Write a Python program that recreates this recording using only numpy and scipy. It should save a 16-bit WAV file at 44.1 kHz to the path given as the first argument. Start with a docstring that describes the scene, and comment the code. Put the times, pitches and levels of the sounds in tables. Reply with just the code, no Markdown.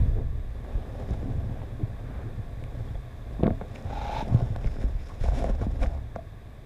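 """A camera in a watertight housing drifts through a kelp bed on a line, heard from inside the housing.
From the start, water sways and shudders the rig over a dull hiss, while fronds rub and stalks bump it.
Around 3.4 s comes a thick cluster of knocks, and from 3.84 to 4.22 s a broad blade scrapes along.
Two smooth fronds swish by near 4.7 and 5.1 s, among more bumps, knocks and rubs, to the end.
Sliding is made of random tiny slips through filters; knocks and ticks ring the shell's resonances."""
import sys
import numpy as np
from scipy import signal
from scipy.fft import rfft, irfft
from scipy.io import wavfile
from scipy.ndimage import uniform_filter1d

SR = 44100
rng = np.random.default_rng(int(sys.argv[2]) if len(sys.argv) > 2 else 0)


def inscribe(sig):
    """Save sig as 16-bit PCM at rate SR to the path in sys.argv[1].

    A 1-D sig is mono; a 2-D sig holds one channel per row.
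    Samples are clipped to [-1, 1] before scaling.
    """
    pcm = np.round(np.clip(np.atleast_2d(sig).T, -1, 1) * 32767)
    wavfile.write(sys.argv[1], SR, pcm.astype(np.int16))


N = 293265
TIME = np.arange(N) / SR

# "Relative" levels below are shifted by the layer's gain; spectra are scaled to one overall level.

# Steady hiss over time. Each row: time in seconds, relative level in dB.
HISS_LEVEL = [(0, 5), (.25, -0.5), (.7, 1.5), (3.3, 1.5), (5.2, 0), (6.65, -1)]
# Colour of the steady hiss. Each row: frequency in Hz, relative level in dB per Hz.
HISS_COLOUR = [(130, 4.5), (250, -0.5), (360, -2), (500, -3.5), (700, -3), (860, -9), (1100, -11),
               (1300, -16.5), (1750, -13), (2450, -15.5), (3000, -27), (4400, -28.5), (8000, -31),
               (15000, -34.5)]
# Hollow resonances in the hiss. Each row: frequency in Hz, width in Hz, relative rms level in dB.
HOLLOWS = [(1110, 180, -66), (1682, 300, -67), (3540, 700, -70), (4900, 230, -84)]
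HISS_DB = -52.5  # relative to HISS_LEVEL
# Natural resonances (modes) of the housing. Each row: frequency in Hz, relative level in dB,
# time to fade by 60 dB in seconds.
SHELL_MODES = [(183, 1, 0.07), (217.4, 1.5, 0.092), (267, -11, 0.42), (384, -12.5, 0.045),
               (312, -22.5, 0.22), (431, -18.5, 0.23), (496, -19, 0.083), (517, 1.5, 0.021),
               (630, -14.5, 0.19), (665.2, -9, 0.24), (698.4, -15, 0.24), (845, -13, 0.051),
               (1044, -10, 0.05), (1093, -9.5, 0.036), (1413, -4.5, 0.025), (1620, -28, 0.02),
               (2110, -2, 0.017), (3450, -4.5, 0.014), (5200, -23, .01), (6850, -44, .008),
               (8600, -31, .0046), (10900, -29, .003)]
# Modes that ring longer than this colour the rubbing and the hiss.
RINGING_T60_S = 0.1

# Water pushing on the rig. Each row: time in seconds, relative level in dB.
BUFFET = [(0.0, -24), (0.16, -27), (0.68, -40), (0.78, -32.5), (0.83, -41), (1.33, -34), (1.68, -40),
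          (2.98, -38.5), (3.06, -47), (3.48, -32), (3.71, -45), (3.8, -48), (3.89, -37), (4.98, -33),
          (5.02, -38.5), (5.2, -42.5), (5.215, -28), (5.97, -33), (6.03, -39.5), (6.24, -46.5), (6.65, -48)]
# Shudder of the housing on its mount. Each row: time in seconds, relative level in dB.
SHUDDER = [(0.0, -30), (0.52, -48.5), (1.05, -42.5), (1.35, -36.5), (1.59, -43.5), (2.3, -43.5),
           (3.18, -47.5), (4.33, -45), (4.54, -41), (5.11, -48.5), (5.81, -42), (6.65, -53.5)]
# Colour of the sway. Each row: frequency in Hz, relative level in dB per Hz.
SWAY_COLOUR = [(15, -6), (26, -2), (50, -6), (70, -5.5), (95, -34), (150, -34)]
# Colour of the shudder. Each row: frequency in Hz, relative level in dB per Hz.
MOUNT_COLOUR = [(60, -32.5), (85, -3), (115, 0.5), (140, -7.5), (175, -17.5), (240, -19.5), (330, -26.5),
                (500, -27)]

# Fronds sweeping over the shell. Each row: moment of firmest contact in seconds, rise and fall
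# time constants in seconds, relative rub level in dB, relative hiss level in dB.
SWEEPS = [(.72, 0.2, 1, -48, -85), (1.1, 0.26, 0.27, -47, -69), (1.52, 0.091, 0.21, -48, -82),
          (2.2, 0.16, 0.049, -47, -88), (2.88, 0.32, 0.075, -50, -74), (3.33, 0.066, 0.1, -51, -76),
          (3.76, 0.041, 0.047, -48, -64), (3.94, 0.11, 0.03, -42, -80), (4.201, 0.36, 0.38, -44.5, -63.5),
          (4.39, 0.12, 0.16, -44, -67), (4.665, 0.029, 0.024, -43, -61), (4.82, 0.096, 0.074, -47.5, -65.5),
          (5.1, 0.094, 0.094, -65, -64.5), (5.225, 0.016, 0.11, -61, -59), (5.35, 0.031, 0.066, -48, -59),
          (5.48, 0.16, 0.076, -38.5, -63), (5.619, 0.022, 0.032, -40.5, -63.5),
          (5.833, 0.089, 0.092, -41.5, -62)]
# Colour of the dull rub. Each row: frequency in Hz, relative level in dB per Hz.
RUB_COLOUR = [(130, -6.5), (220, 8), (270, 6.5), (330, -7), (385, 3.5), (455, -4.5), (520, 4), (680, -3.5),
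              (800, -3), (950, -12), (1280, -16.5), (1520, -16), (2300, -30), (3000, -26.5)]
# Colour of the fine hiss and crackle. Each row: frequency in Hz, relative level in dB per Hz.
FRICTION_COLOUR = [(800, -30), (1500, 11), (2300, 7.5), (3000, 0), (3650, 5), (4400, -4), (5300, 3),
                   (6200, -4.5), (6900, -1.5), (7800, -7.5), (8700, -9.5), (11000, -10), (15000, -43)]
# Loose grit crackles under the sliding fronds.
CRACKLES_PER_S, CRACKLE_SPREAD_DB = 170, 1.5

# Smooth fronds sliding by. Each row: moment of firmest contact in seconds, rise and fall time
# constants in seconds, rms level at firmest contact in dB.
SWISHES = [(4.73, 0.077, 0.091, -66.5), (5.07, 0.076, .07, -67)]
SWISH_HZ, SWISH_WIDTH_HZ = 5120, 640  # width of each of two filter passes

# An edge dragging past: mostly fronds' edges, while the bright rows from 4.05 to 4.24 s are # the broad blade's
# grain and its tail as it slips off. 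Each row: middle in seconds, half length in seconds, # relative rms level
# in dB, brightness in Hz.
RASPS = [(0.186, 0.054, -38, 437), (0.788, .02, -43, 420), (1.01, 0.043, -43, 500),
         (1.275, 0.063, -36.5, 262), (1.308, 0.045, -48, 620), (1.818, 0.033, -35.5, 300),
         (2.176, 0.25, -56, 1390), (2.274, 0.076, -45, 352), (3.457, 0.03, -43, 1090),
         (3.478, 0.07, -42, 516), (3.613, 0.005, -39, 706), (3.647, 0.018, -43, 480),
         (3.763, 0.038, -59, 2400), (4.053, 0.082, -54, 2600), (4.173, 0.036, -47.5, 3350),
         (4.24, 0.045, -55, 2520), (4.32, 0.1, -43, 740), (4.559, 0.013, -47.5, 1520),
         (4.592, 0.011, -49, 700), (4.674, 0.0083, -46, 1710), (4.833, 0.065, -44.5, 500),
         (5.002, 0.044, -57, 2080), (5.109, 0.024, -46.5, 970), (5.261, 0.015, -37, 680),
         (5.286, 0.0068, -33, 690), (5.347, 0.071, -40.5, 635), (5.407, 0.022, -38.5, 590),
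         (5.494, 0.034, -39.5, 600), (5.616, .005, -58, 5500), (5.617, .006, -42.5, 1500),
         (5.631, 0.015, -35, 640), (5.831, 0.013, -45, 2090), (5.841, 0.041, -37, 666),
         (5.945, 0.074, -46, 714)]

# The broad blade takes hold, presses ever harder as its squeal rises, then slips off.
BLADE_START_S, BLADE_END_S = 3.84, 4.218
BLADE_ATTACK_S, BLADE_RELEASE_S = 0.12, 0.0069
BLADE_DB, BLADE_SWELL_DB_PER_S = -40, 22  # level relative to the squeal and grain gains
SQUEAL_HZ, SQUEAL_RISE_HZ_PER_S = 823, 120  # pitch at the start, and its climb
# Colour of the blade's fine slips. Each row: frequency in Hz, relative level in dB per Hz.
BLADE_COLOUR = [(400, -1), (700, 15), (870, 7), (1030, 3), (1290, 0.5), (1450, 5), (1900, -7), (2380, 1.5),
                (3000, -9.5), (3800, -0.5), (4450, -16), (5150, -12.5), (6800, -18), (8000, -30),
                (14000, -32)]
# Brief grips that make the wall sing. 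Each row: middle in seconds, half length in seconds,
# relative peak level in dB, average pitch in Hz.
SQUEAKS = [(2.887, 0.0028, -51, 3430), (2.955, 0.003, -50, 3440), (3.756, .0025, -53, 6700),
           (3.93, .007, -31.5, 804), (3.978, 0.0064, -32.5, 840), (4.019, .007, -33.5, 832),
           (4.057, 0.0067, -36, 833), (4.096, .008, -28, 863), (4.131, .008, -28, 858),
           (4.168, 0.0067, -24.5, 882), (4.211, 0.0082, -25, 847), (4.228, 0.0066, -38, 965),
           (5.474, 0.003, -24.5, 635), (5.482, 0.0038, -32, 614), (6.192, .006, -33.5, 678.4)]

# Soft bumps that rock the rig. Each row: start in seconds, relative peak level in dB, pitch in Hz.
BUMPS = [(0.002, -8, 54.8), (0.018, -14.5, 117), (0.041, -21, 61), (0.055, -30, 127), (0.086, -14, 58.7),
         (0.128, -24, 111), (0.219, -21, 52), (0.751, -16.5, 42.3), (1.106, -20.5, 102), (1.117, -18, 54.3),
         (1.298, -24.5, 108), (1.378, -17.5, 87), (1.45, -29, 104.8), (1.511, -23, 117),
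         (1.832, -15.5, 109.5), (2.171, -22, 58.4), (2.26, -24, 112), (2.39, -25.5, 119), (2.625, -27, 125),
         (2.772, -25.5, 116), (2.805, -25, 108), (2.907, -21, 109), (2.949, -22.5, 42), (3.432, -18, 122),
         (3.505, -19.5, 94), (3.852, -22, 91), (3.915, -25, 47.6), (3.985, -22.5, 44.8), (4.31, -14, 55.7),
         (4.321, -14, 113), (4.345, -5.5, 114), (4.423, -13.5, 114), (4.503, -18, 103), (4.653, -19.5, 108),
         (4.66, -13, 36.7), (4.843, -14.5, 49), (4.95, -21, 46.7), (5.209, -17, 36.7), (5.212, -21, 104),
         (5.284, -13, 45), (5.326, -23, 127), (5.503, -14, 37), (5.615, -17.5, 101), (5.663, -15, 49),
         (5.814, -14, 36.3), (5.868, -16, 41.7)]
BUMP_T60_S = 0.12
# Grit ticking on the shell. Each row: start in seconds, relative peak level in dB, brightness in Hz.
TICKS = [(1.108, -39, 5500), (1.618, -41, 2090), (2.639, -35, 2320), (2.6392, -43, 8000),
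         (3.4338, -28, 2900), (3.442, -29, 1820), (3.4682, -24, 1710), (3.4686, -32, 3000),
         (3.4778, -31, 1350), (3.505, -30, 1430), (3.6128, -32, 1440), (3.62, -38, 1400),
         (3.7585, -29.5, 2270), (3.761, -34, 2130), (3.76, -43, 6000), (3.825, -42, 5800),
         (4.312, -42, 1890), (4.348, -37, 3220), (4.349, -40, 8950), (4.374, -43, 3200), (4.391, -44, 3500),
         (4.407, -46, 3500), (4.562, -34.5, 3580), (4.5625, -41.5, 8500), (4.644, -34, 2330),
         (4.661, -35, 1900), (4.672, -38, 5170), (4.766, -36, 1390), (4.812, -36, 1470), (4.828, -38, 1700),
         (5.253, -43, 2500), (5.287, -38, 1900), (5.335, -50, 3500), (5.364, -42, 6000),
         (5.4385, -42, 9500), (5.441, -33.5, 6900), (5.444, -31, 1880), (5.497, -42, 6000),
         (5.795, -52, 4030), (5.818, -34, 1890), (5.824, -44, 2430), (5.829, -36, 6000),
         (5.832, -27.5, 2050), (5.837, -28, 1880), (5.838, -45, 7000), (5.861, -28.5, 1710),
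         (5.87, -41, 6000), (6.156, -35, 1600), (6.1602, -30, 1250), (6.1602, -39, 5500)]
# Stalks knocking on the shell. Each row: start in seconds, relative peak level in dB,
# centre of the blow's spectrum in Hz.
KNOCKS = [(1.109, -19, 290), (1.23, -19, 252), (1.258, -28.5, 590), (1.274, -23, 270), (1.299, -21.5, 285),
          (1.311, -41, 560), (1.403, -28, 620), (1.494, -24, 254), (1.617, -26.5, 853), (1.815, -39, 402),
          (1.823, -32, 212), (2.255, -30, 300), (2.392, -32, 252), (2.625, -27, 277), (2.954, -25, 577),
          (3.394, -23.5, 204), (3.4, -25.5, 900), (3.407, -15, 287), (3.4281, -15.5, 565),
          (3.4335, -1, 318), (3.44, -8, 447), (3.451, -25, 300), (3.4592, -10, 206), (3.464, -14, 543),
          (3.4775, -26, 990), (3.478, -3.5, 336), (3.4825, -12, 400), (3.505, -16.5, 543),
          (3.509, -17, 213), (3.521, -32, 203), (3.53, -37, 470), (3.6128, -17, 810), (3.614, -17, 434),
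          (3.619, -22, 416), (4.094, -16, 710), (4.226, -18, 282), (4.272, -17.5, 330), (4.297, -24.5, 190),
          (4.323, -22, 220), (4.3438, -11, 246), (4.39, -19, 510), (4.407, -16.5, 580), (4.412, -39, 530),
          (4.506, -35, 218), (4.561, -18, 690), (4.645, -19.5, 378), (4.659, -36, 337), (4.677, -32, 230),
          (4.765, -29, 260), (4.786, -23, 326), (4.811, -33, 373), (4.84, -18.5, 262), (4.895, -26, 298),
          (5.24, -13.5, 425), (5.285, -20.5, 720), (5.32, -22.5, 696), (5.4225, -16.5, 594),
          (5.442, -9.5, 576), (5.459, -20.5, 330), (5.473, -22, 514), (5.495, -14, 426),
          (5.6153, -12.5, 333), (5.666, -25.5, 706), (5.667, -17.5, 237), (5.822, -19.5, 690),
          (5.839, -16.5, 510), (6.1606, -13.5, 570)]
# A knock also thuds the whole wall, more weakly as the blow gets brighter.
THUD_HZ, THUD_DB, THUD_LOSS_DB_PER_OCTAVE = 138, 9, 8.5

CUTOFF_HZ = 15250  # top of the microphone's range


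def from_db(db):
    """Turn decibels into a gain."""
    return 10 ** (np.asarray(db) / 20)


def rms_one(x):
    """Scale a sound so that its rms strength is 1."""
    return x / np.sqrt(np.mean(x ** 2) + 1e-20)


def level_curve(rows):
    """Draw straight lines between (seconds, dB) points, giving dB at every sample."""
    seconds, db = np.transpose(rows)
    return np.interp(TIME, seconds, db)


def add(out, s, sound):
    """Mix a sound in at time s."""
    start = max(0, int(s * SR))
    out[start:start + len(sound)] += sound[:N - start]


def drift(rate):
    """Wander at random, taking a new direction rate times a second; rms 1."""
    steps = rng.standard_normal(8192)
    return rms_one(np.interp(TIME * rate, np.arange(len(steps)), steps))


def coloured(x, spectrum):
    """Filter a steady sound with a spectrum that falls away beyond its ends; rms 1."""
    hz, db = np.transpose(spectrum)
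    octave = np.log2(np.maximum(np.arange(N // 2 + 1) * SR / N, 1))
    octaves_outside = np.abs(octave - np.clip(octave, np.log2(hz[0]), np.log2(hz[-1])))
    gain_db = np.interp(octave, np.log2(hz), db) - 24 * octaves_outside
    return rms_one(irfft(rfft(x) * from_db(gain_db), N))


def resonate(x, hz, width_hz):
    """Let one resonance ring, with gain 1 at its top."""
    r = np.exp(-np.pi * width_hz / SR)
    feed = np.array([1, 0, -1]) * (1 - r * r) / 2
    return signal.lfilter(feed, [1, -2 * r * np.cos(2 * np.pi * hz / SR), r * r], x)


def resonate_twice(x, hz, width_hz):
    """Pass through the same resonance twice, for steeper sides."""
    return resonate(resonate(x, hz, width_hz), hz, width_hz)


def evened(x, span_s):
    """Hold the strength of a random motion steady over a span."""
    power = uniform_filter1d(x * x, int(span_s * SR) + 1)
    return x / np.sqrt(np.maximum(power, 1e-9))


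def slips(per_s, spread_db):
    """Stick-slip: tiny releases of uneven size at random moments; rms 1."""
    size_db = spread_db * np.minimum(rng.exponential(1, N), 3.5)
    sizes = from_db(size_db) * rng.choice([-1, 1], N)
    return rms_one(sizes * (rng.random(N) < per_s / SR))


def swell(s, rise_s, fall_s):
    """Pressure that grows to 1 at time s and dies away."""
    return np.exp(-np.minimum(np.maximum((s - TIME) / rise_s, (TIME - s) / fall_s), 20))


def through_shell(x, ring_db):
    """Steady sound keeps the longest-lived modes of the housing ringing; rms 1."""
    rings = np.zeros(N)
    for hz, _, t60 in SHELL_MODES:
        if t60 > RINGING_T60_S:
            rings += resonate(x, hz, np.log(1000) / (np.pi * t60))
    return rms_one(x + from_db(ring_db) * rings)


def strike(centre_hz, breadth, reach, scatter_db):
    """A contact dents the wall and rings its modes, favouring those near its own centre; peak 1."""
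    t = TIME[:SR // 10]
    hz, db, t60 = np.transpose(SHELL_MODES)[:, :, None]
    mode_db = db + scatter_db * rng.standard_normal(hz.shape) - 60 * t / t60
    modes = from_db(mode_db) * np.cos(2 * np.pi * hz * t)
    dent = from_db(12) * np.exp(-t / 0.00093)
    sound = resonate_twice(modes.sum(axis=0) + dent, centre_hz, breadth * centre_hz)
    # Wet weed cushions the contact; reach sets how far its treble extends.
    treble_hz = min(900 + reach * centre_hz, 14000)
    sound = signal.sosfilt(signal.butter(4, treble_hz, fs=SR, output="sos"), sound)
    return sound / np.abs(sound).max()


def contacts(table, level_db, breadth, reach):
    """Every contact rings the shell; a higher centre, up to 1000 Hz, makes its band relatively narrower."""
    out = np.zeros(N)
    for s, db, hz in table:
        narrowing = (500 / min(hz, 1000)) ** .5
        blow = strike(hz, breadth * narrowing, reach, scatter_db=1.5)
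        add(out, s, -from_db(db + level_db) * blow)
    return out


def still_water():
    """Steady random hiss, made hollow by the resonances of the closed housing."""
    noise = coloured(rng.standard_normal(N), HISS_COLOUR)
    hiss = from_db(HISS_DB) * through_shell(noise, ring_db=-2.5)
    for hz, width, db in HOLLOWS:
        hiss += from_db(db) * rms_one(resonate_twice(rng.standard_normal(N), hz, width))
    return from_db(level_curve(HISS_LEVEL)) * hiss


def water(buffet_db, shudder_db):
    """Eddies sway the whole rig as deep noise, and the housing shudders on its mount in small slips."""
    sway = evened(coloured(rng.standard_normal(N), SWAY_COLOUR), 0.0443)
    sway *= from_db(level_curve(BUFFET) + buffet_db)
    shudder = evened(coloured(slips(400, 2.55), MOUNT_COLOUR), 0.19)
    shudder *= from_db(level_curve(SHUDDER) + shudder_db)
    return (sway + shudder) * np.minimum(TIME / .008, 1)  # short fade-in


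def fronds(rub_db, hiss_db, crackle_db, clump_db, hiss_clump_db):
    """Fronds catch and slip on the shell in clumps: a dull rub with a fine hiss and a crackle on top."""
    grip = drift(85)
    rub_power, hiss_power = 0, 0
    for s, rise_s, fall_s, sweep_rub_db, sweep_hiss_db in SWEEPS:
        pressure = swell(s, rise_s, fall_s)
        rub_power = rub_power + (from_db(sweep_rub_db) * pressure) ** 2
        hiss_power = hiss_power + (from_db(sweep_hiss_db) * pressure) ** 2
    rub = evened(through_shell(coloured(slips(650, 1.8), RUB_COLOUR), ring_db=-12.5), 0.05)
    rub *= np.sqrt(rub_power) * from_db(rub_db + clump_db * grip)
    fine = from_db(hiss_db + hiss_clump_db * grip) * coloured(slips(4000, 1.3), FRICTION_COLOUR)
    crackle = coloured(slips(CRACKLES_PER_S, CRACKLE_SPREAD_DB), FRICTION_COLOUR)
    return rub + np.sqrt(hiss_power) * (fine + from_db(crackle_db) * crackle)


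def swishes():
    """Smooth sliding excites only a narrow, high band of the wall."""
    level = sum(from_db(db) * swell(s, rise_s, fall_s) for s, rise_s, fall_s, db in SWISHES)
    return level * rms_one(resonate_twice(rng.standard_normal(N), SWISH_HZ, SWISH_WIDTH_HZ))


def rasps(level_db, breadth, reach):
    """An edge drags past: a brief swell of slips rings the shell."""
    out, grains = np.zeros(N), slips(1300, 1.8)
    for s, length, db, hz in RASPS:
        near = np.abs(TIME - s) < 2 * length
        ring = strike(hz, breadth, reach, scatter_db=3.5)
        ringing = evened(signal.fftconvolve(grains[near], ring)[:near.sum()], 0.019)
        shape = np.exp(-2 * ((TIME[near] - s) / length) ** 2)
        out[near] += from_db(db + level_db) * shape * ringing
    return out


def blade(squeal_db, grain_db, width_hz, flutter_db):
    """The blade squeals roughly at one rising pitch and sprays fine slips into higher wall resonances."""
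    held_s = np.clip(TIME, BLADE_START_S, BLADE_END_S) - BLADE_START_S
    release = np.exp(-np.clip((TIME - BLADE_END_S) / BLADE_RELEASE_S, 0, 20))
    touch = np.minimum(held_s / BLADE_ATTACK_S, 1) * release
    level_db = BLADE_DB + BLADE_SWELL_DB_PER_S * held_s + flutter_db * drift(220)
    # Slow noise on a cosine and a sine turns the pure pitch into a rough band around it.
    smoother = signal.butter(2, width_hz / 2, fs=SR, output="sos")
    wander = signal.sosfilt(smoother, rng.standard_normal((2, N)))
    phase = 2 * np.pi * np.cumsum(SQUEAL_HZ + SQUEAL_RISE_HZ_PER_S * held_s) / SR
    squeal = evened(wander[0] * np.cos(phase) + wander[1] * np.sin(phase), 0.013)
    grain = coloured(slips(4000, 1.8), BLADE_COLOUR)
    return touch * from_db(level_db) * (from_db(squeal_db) * squeal + from_db(grain_db) * grain)


def squeaks(level_db, waver):
    """A frond, or the broad blade during its scrape, grips for an instant: a tone swells and lets go smoothly,
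    a little unsteady in pitch."""
    out, unsteady = np.zeros(N), 1 + waver * drift(300)
    for s, length, db, hz in SQUEAKS:
        near = np.abs(TIME - s) < 3 * length
        tone = np.sin(2 * np.pi * hz * np.cumsum(unsteady[near]) / SR)
        shape = np.exp(-((TIME[near] - s) / length) ** 2)
        out[near] += from_db(db + level_db) * shape * tone
    return out


def bumps(level_db, rise_cycles):
    """A soft push builds over part of a cycle, then the rig swings and settles."""
    out, t = np.zeros(N), TIME[:SR // 3]
    for s, db, hz in BUMPS:
        rise = 1 - np.exp(-t * hz / rise_cycles)
        decay = np.exp(-np.log(1000) * t / BUMP_T60_S)
        swing = -np.sin(2 * np.pi * hz * t) * rise * decay
        add(out, s, from_db(db + level_db) * swing / np.abs(swing).max())
    return out


def ticks(level_db, breadth, reach):
    """Bits of grit strike the shell and ring mostly its higher modes."""
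    return contacts(TICKS, level_db, breadth, reach)


def knocks(level_db, breadth, reach):
    """Each stalk rings the shell and thuds on its wall."""
    thuds = []
    for s, db, hz in KNOCKS:
        thud_db = db + THUD_DB - THUD_LOSS_DB_PER_OCTAVE * np.log2(hz / THUD_HZ)
        thuds.append((s, thud_db, THUD_HZ))
    rings = contacts(KNOCKS, level_db, breadth, reach)
    return rings + contacts(thuds, level_db, breadth, reach)


def scene():
    """Everything reaches the one microphone through the shell."""
    background = still_water() + water(buffet_db=2.5, shudder_db=4.0)
    rubbing = fronds(rub_db=2.5, hiss_db=6.5, crackle_db=-1.0, clump_db=1.8, hiss_clump_db=3.0)
    rubbing += swishes() + rasps(level_db=-1.0, breadth=0.66, reach=6.5)
    scrape = blade(squeal_db=-6.5, grain_db=-6.5, width_hz=120, flutter_db=0.7)
    scrape += squeaks(level_db=-2.6, waver=0.027)
    blows = bumps(level_db=-2.5, rise_cycles=0.1)
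    blows += ticks(level_db=-2.0, breadth=0.97, reach=1.48)
    blows += knocks(level_db=-9.0, breadth=0.66, reach=4.8)
    return (background + rubbing + scrape + blows)[None]  # one channel


def record(dry):
    """The microphone passes no steady pressure; the top is cut steeply."""
    moving = signal.sosfilt(signal.butter(1, 10, "high", fs=SR, output="sos"), dry)
    return signal.sosfilt(signal.ellip(12, .1, 90, CUTOFF_HZ, fs=SR, output="sos"), moving)


dry = scene()
out = record(dry)
inscribe(out)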